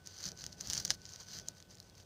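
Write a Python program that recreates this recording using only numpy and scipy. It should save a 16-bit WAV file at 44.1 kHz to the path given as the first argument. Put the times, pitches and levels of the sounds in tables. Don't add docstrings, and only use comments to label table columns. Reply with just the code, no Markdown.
import sys
import numpy as np
from scipy import signal
from scipy.fft import rfft, irfft
from scipy.io import wavfile

SR = 44100
rng = np.random.default_rng(int(sys.argv[2]) if len(sys.argv) > 2 else 0)


def store_wav(level_fs):
    pcm = np.round(np.clip(np.atleast_2d(level_fs), -1, 1) * 32767)
    wavfile.write(sys.argv[1], SR, pcm.T.astype(np.int16))


N = 90404

# frequency in Hz, relative level in dB.
SNAP_COLOUR = [(200, -17), (1100, -22.5), (1600, -9.5), (2550, -19.5), (3150, -10.5), (3550, -14.5),
               (4100, -4), (5000, -4.5), (6200, -3.5), (7200, -6), (7800, -16), (8200, -10.5),
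               (8600, -17.5), (9050, -10), (10800, -19.5), (12600, -12), (13600, -33), (15000, -15)]
# frequency in Hz, relative level in dB.
SOIL_COLOUR = [(100, -3.5), (250, -2.5), (600, -3.5), (1200, -10.5), (2200, -11.5), (5000, -7),
               (15000, -26)]


def from_db(db):
    return 10 ** (np.asarray(db) / 20)


def rms_one(x):
    return x / np.sqrt(np.mean(x ** 2) + 1e-20)


def in_time(rows):
    return np.interp(np.arange(N) / SR, *np.transpose(rows))


def coloured(x, spectrum, size=4096):
    hz, db = np.transpose(spectrum)
    grid_hz = np.maximum(np.fft.rfftfreq(size, 1 / SR), 1)
    gain = from_db(np.interp(np.log(grid_hz), np.log(hz), db))
    cepstrum = irfft(np.log(gain))
    cepstrum[1:size // 2] *= 2
    cepstrum[size // 2 + 1:] = 0
    response = irfft(np.exp(rfft(cepstrum)))
    return signal.fftconvolve(x, response)[:len(x)]


def resonate(x, hz, width_hz):
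    r = np.exp(-np.pi * width_hz / SR)
    feedback = [1, -2 * r * np.cos(2 * np.pi * hz / SR), r * r]
    return signal.lfilter((1 - r * r) / 2 * np.array([1, 0, -1]), feedback, x + 1e-18)


def noise(spectrum):
    return rms_one(coloured(rng.standard_normal(N), spectrum))


def drift(rate_hz):
    r = np.exp(-2 * np.pi * rate_hz / SR)
    wander = signal.lfilter([1], [1, -2 * r, r * r], rng.standard_normal(N + SR))
    return rms_one(wander[SR:])


def tone(hz, waver, waver_hz=13):
    swing = 1 + waver * (drift(waver_hz) + 1j * drift(waver_hz))
    return rms_one(np.real(swing * np.exp(2j * np.pi * hz * np.arange(N) / SR)))


def swell(peak_s):
    age = np.arange(N) / SR / peak_s
    return age * np.exp(-age)


def grains(per_s, spread_db, spectrum):
    sizes = from_db(spread_db * np.minimum(rng.exponential(1, N), 4))
    signs = rng.choice([-1, 1], N)
    happens = rng.random(N) < per_s / SR
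    return rms_one(coloured(sizes * signs * happens, spectrum))


def click(tail_db, tail_s, size=2600):
    t = np.arange(size) / SR
    tail = rng.standard_normal(size) * np.exp(-t / tail_s)
    echo_s = 0.000875 * rng.uniform(0.834, 1.2)
    echo = 0.23 * np.sinc((t - echo_s) * SR)
    return (t == 0) + echo + from_db(tail_db) * tail / np.linalg.norm(tail)


def add(out, start_s, sound, peak_db):
    i = int(start_s * SR)
    out[i:i + len(sound)] += (from_db(peak_db) * sound / np.abs(sound).max())[:N - i]


def background():
    # pitch in Hz, average level in dB, waver as a share of the tone.
    motor_tones = [(91.5, -67, 0.48), (182, -73, 0.56)]
    # frequency in Hz, relative level in dB.
    air_colour = [(22, -36), (34, -8.5), (47, 3.5), (62, -1.5), (140, 2.5), (260, -7.5), (600, -10),
                  (1100, -18), (2400, -23.5), (3200, -22.5), (4500, -28), (6500, -30), (7700, -29),
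                  (8300, -27), (11000, -35.5), (12600, -37), (14000, -27), (15000, -32)]
    # time in seconds, average level in dB.
    whine_levels = [(0, -71.5), (1.45, -70.5), (1.7, -78.5), (2.05, -81.5)]
    hum = sum(from_db(db) * tone(hz, waver) for hz, db, waver in motor_tones)
    air = from_db(-65) * noise(air_colour)
    whine = from_db(in_time(whine_levels)) * tone(hz=1505, waver=0.13)
    return air + hum + whine


def bird():
    # start in seconds, peak level in dB.
    whistles = [(1.391, -67), (1.59, -71), (1.87, -69)]
    start_hz, fall_hz_per_s, length_s = 3610, 4800, 0.11
    t = np.arange(int(length_s * SR)) / SR
    cycles = (start_hz - 0.5 * fall_hz_per_s * t) * t
    note = np.sin(np.pi * t / length_s) * np.sin(2 * np.pi * cycles)
    out = np.zeros(N)
    for start_s, db in whistles:
        blur = 1 + drift(rate_hz=60)[:len(t)]
        add(out, start_s, note * blur, db)
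    return out


def handling():
    # time in seconds, average level in dB.
    rumble_levels = [(0, -76.5), (0.22, -79), (0.265, -54), (0.35, -61), (0.47, -59.5), (0.54, -62),
                     (0.67, -56), (0.78, -54), (0.9, -58.5), (1.0, -65.5), (1.25, -71), (1.4, -57.5),
                     (1.49, -62), (1.56, -71), (2.05, -68.5)]
    # frequency in Hz, relative level in dB.
    rumble_colour = [(22, -40), (34, -13), (48, -1), (90, -1), (180, -0.5), (260, -12), (600, -13.5),
                     (2000, -48.5)]
    # start in seconds, peak level in dB.
    thumps = [(.246, -49), (.458, -48.5), (.660, -48.5), (.768, -46), (0.824, -47.5), (.885, -44)]
    # start in seconds, peak level in dB, centre pitch in Hz.
    scuffs = [(0.314, -53, 493), (1.135, -59, 1090), (1.193, -56.5, 1100), (1.483, -52, 497)]
    out = from_db(in_time(rumble_levels)) * noise(rumble_colour)
    for start_s, db in thumps:
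        add(out, start_s, noise(rumble_colour) * swell(peak_s=0.018), db)
    for start_s, db, hz in scuffs:
        scuff = resonate(noise(SOIL_COLOUR), hz, width_hz=510)
        add(out, start_s, scuff * swell(peak_s=0.011), db)
    return out


def crinkles(per_s=420, pitches=10):
    out = np.zeros(N)
    for hz in np.geomspace(4130, 7040, pitches):
        flips = grains(per_s / pitches, spread_db=3.5, spectrum=SNAP_COLOUR)
        out += flips + from_db(16) * resonate(flips, hz, width_hz=970)
    return rms_one(out)


def rubbing():
    # time in seconds, base level in dB.
    rub_levels = [(0, -82), (0.035, -79), (0.062, -55), (0.1, -61.5), (0.17, -56), (0.225, -50.1),
                  (0.255, -43.5), (0.295, -53.5), (0.345, -74), (0.385, -55.5), (0.45, -53.5), (0.505, -66),
                  (0.53, -58), (0.56, -73), (0.61, -49), (0.635, -53), (0.7, -48.5), (0.77, -45.5),
                  (0.805, -45.5), (0.835, -56.5), (0.875, -52), (0.895, -53), (0.915, -47), (0.95, -56.5),
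                  (0.965, -72), (1.0, -70), (1.06, -61), (1.15, -53.5), (1.175, -63.5), (1.21, -51),
                  (1.255, -65), (1.3, -53), (1.365, -47.5), (1.395, -51), (1.41, -58.5), (1.445, -71),
                  (1.485, -55), (1.53, -73.5), (1.57, -64), (1.67, -80), (1.695, -71.1), (1.715, -57.5),
                  (1.77, -77), (1.87, -68), (1.93, -76.5), (2.0, -59), (2.05, -75.5)]
    # frequency in Hz, relative level in dB.
    slide_colour = [(200, -19.5), (600, -16), (1200, -14), (1600, -7.5), (2550, -17), (3150, -7),
                    (3550, -12), (4100, -4), (4800, 1.5), (5500, -7.5), (6100, 4.5), (7100, -14.5),
                    (7800, -20.5), (9000, -20), (10800, -29.5), (12700, -23.5), (13600, -17),
                    (15000, -26.5)]
    # frequency in Hz, relative level in dB.
    crunch_colour = [(200, -7), (800, 0.5), (1600, 3), (2500, -1), (3200, 2), (6000, -11), (9000, -7),
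                     (11000, -13), (15000, -6)]
    cut_start_s, cut_end_s, fade_s = 0.622, 0.82, 0.036
    t = np.arange(N) / SR
    cutting = np.clip(np.minimum(t - cut_start_s, cut_end_s - t) / fade_s, 0, 1)
    catch_and_slip = from_db(-1.5 + 2.0 * drift(rate_hz=120))
    slide = catch_and_slip * grains(per_s=9000, spread_db=4.5, spectrum=slide_colour)
    crinkle = from_db(-4) * crinkles()
    crunch = from_db(-9) * cutting * grains(per_s=760, spread_db=4, spectrum=crunch_colour)
    rub_db = in_time(rub_levels)
    soil_db = -66 + 0.37 * (rub_db - rub_db.mean())
    soil = from_db(soil_db) * grains(per_s=2500, spread_db=3.0, spectrum=SOIL_COLOUR)
    return from_db(rub_db) * (slide + crinkle + crunch) + soil


def film_snaps():
    # start in seconds, level in dB, ring pitch in Hz, then the boost or cut
    # in dB for the body (lower frequencies) and for the top (highest frequencies).
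    snaps = [(.0730, -28.5, 5900, 2, 2), (.1001, -47, 6000, 3, -4), (.1869, -34.5, 5800, -15, -7),
             (.2402, -38, 5470, 2.5, -8), (0.2402, -30, 4760, 3, -6), (0.2628, -32, 5400, 9, -8),
             (0.273, -41, 5750, -12, -8), (0.278, -31.5, 5300, -8, -7), (0.2879, -28, 5700, 1, -8),
             (0.2895, -36, 6000, 0, 6), (.3180, -32, 5560, 4, -2), (0.375, -38, 5530, -7, -7),
             (.3902, -39, 6000, -12, 0), (.4190, -35.5, 5030, -8, -6), (0.4405, -26, 6260, 12, -1.5),
             (.4648, -24, 5900, 6.5, 2.5), (0.5278, -34.5, 4440, -8, -8), (.6099, -22.5, 6000, 1, 0.5),
             (.6731, -27, 5860, -4, -1), (0.684, -31, 5400, 2, -3), (0.7002, -17.5, 5960, 5.5, 2),
             (.7060, -24, 5270, 5, -3), (0.711, -26, 5600, 7, -2), (.7205, -35, 6000, 3, 11),
             (0.7338, -16, 6150, 5.5, 2.5), (.7399, -22.5, 6460, 9, 5), (0.7498, -24, 4940, -6, -5),
             (0.7546, -23.5, 5640, -1, -6), (0.7695, -26, 5500, 6, 1), (.7780, -18, 6150, 0.5, -6),
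             (0.781, -33, 5300, 12, -3), (0.8006, -23.5, 5070, 4, 5), (.8030, -28, 6000, 7, 0),
             (0.8248, -38, 6000, 2, 9), (0.8506, -16.5, 5900, -1.5, 0), (0.8549, -21.5, 6100, 7, 1),
             (0.8786, -27.5, 6000, 5, -5), (0.8993, -30, 6000, 0, -6), (0.946, -33.5, 5830, 7, 14),
             (1.0177, -42, 5400, -2, -5), (1.0543, -31.5, 5600, 0, -12), (1.0637, -37, 5700, 2, -10),
             (1.0916, -37, 6170, 0, -7), (1.1365, -34, 5460, -4, -4), (1.1602, -33, 5330, 5.5, -3),
             (1.3496, -32, 5230, -12, -8), (1.3497, -36, 5230, 0, -6), (1.3877, -30, 5760, 7.5, -1.5),
             (1.3981, -35.5, 5600, 13, -3), (1.4855, -20.5, 6560, -1.5, 0), (1.5825, -47, 6050, -5, 7),
             (1.6026, -39, 6360, 12.5, 0), (1.6258, -39.5, 4100, 3, 1.5), (1.7460, -47, 5000, 0, -2),
             (1.7531, -42.5, 6800, -6, 3), (1.772, -44, 4300, 9, 3), (1.7847, -44.5, 4840, 3, -3),
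             (1.8016, -33, 4100, -6, 2.5), (1.8278, -45, 5530, 8, 3), (1.8980, -43.5, 4150, -2, 4.5),
             (1.9530, -46, 5070, 1, 1), (1.9810, -42, 5800, 8, 2), (2.0001, -43.5, 5000, 17.5, -3)]
    body_below_hz, top_above_hz, ring_db, trim_db = 3700, 7740, 10.5, -0.5
    out = np.zeros(N)
    for start_s, db, ring_hz, body_db, top_db in snaps:
        colour = [(hz, base_db + body_db * (hz < body_below_hz) + top_db * (hz > top_above_hz))
                  for hz, base_db in SNAP_COLOUR]
        snap = coloured(click(tail_db=-9, tail_s=0.0018), colour)
        ring = from_db(ring_db) * resonate(snap, ring_hz, width_hz=1570)
        add(out, start_s, snap + ring, db + trim_db)
    return out


def blades_closing():
    # start in seconds, peak level in dB.
    clacks = [(.9049, -8.5), (.9087, -35), (0.9097, -21.5), (0.9145, -26.5)]
    # frequency in Hz, relative level in dB.
    clack_colour = [(200, -40), (700, -20), (1200, -17), (1600, -3), (2500, -14.5), (3000, -4),
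                    (4000, -3.5), (5100, 2.5), (6400, 0), (7800, -14), (9100, -12.5), (10500, -21.5),
                    (15000, -29)]
    out = np.zeros(N)
    for start_s, db in clacks:
        add(out, start_s, coloured(click(tail_db=-8.5, tail_s=0.0083), clack_colour), db)
    zip_hz = np.geomspace(1710, 457, int(0.0088 * SR))
    zip_fade = np.sqrt(np.hanning(len(zip_hz)))
    zip_tone = np.sin(2 * np.pi * np.cumsum(zip_hz) / SR)
    add(out, start_s=0.9065, sound=zip_fade * zip_tone, peak_db=-46)
    return out


def scene():
    scissors = film_snaps() + blades_closing() + rubbing()
    return (scissors + handling() + bird() + background())[None]


def record(dry):
    bass_cut = signal.butter(4, 36, "high", fs=SR, output="sos")
    treble_cut = signal.ellip(10, 0.2, 75, 15500, fs=SR, output="sos")
    return signal.sosfilt(treble_cut, signal.sosfilt(bass_cut, dry))


dry = scene()
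out = record(dry)
store_wav(out)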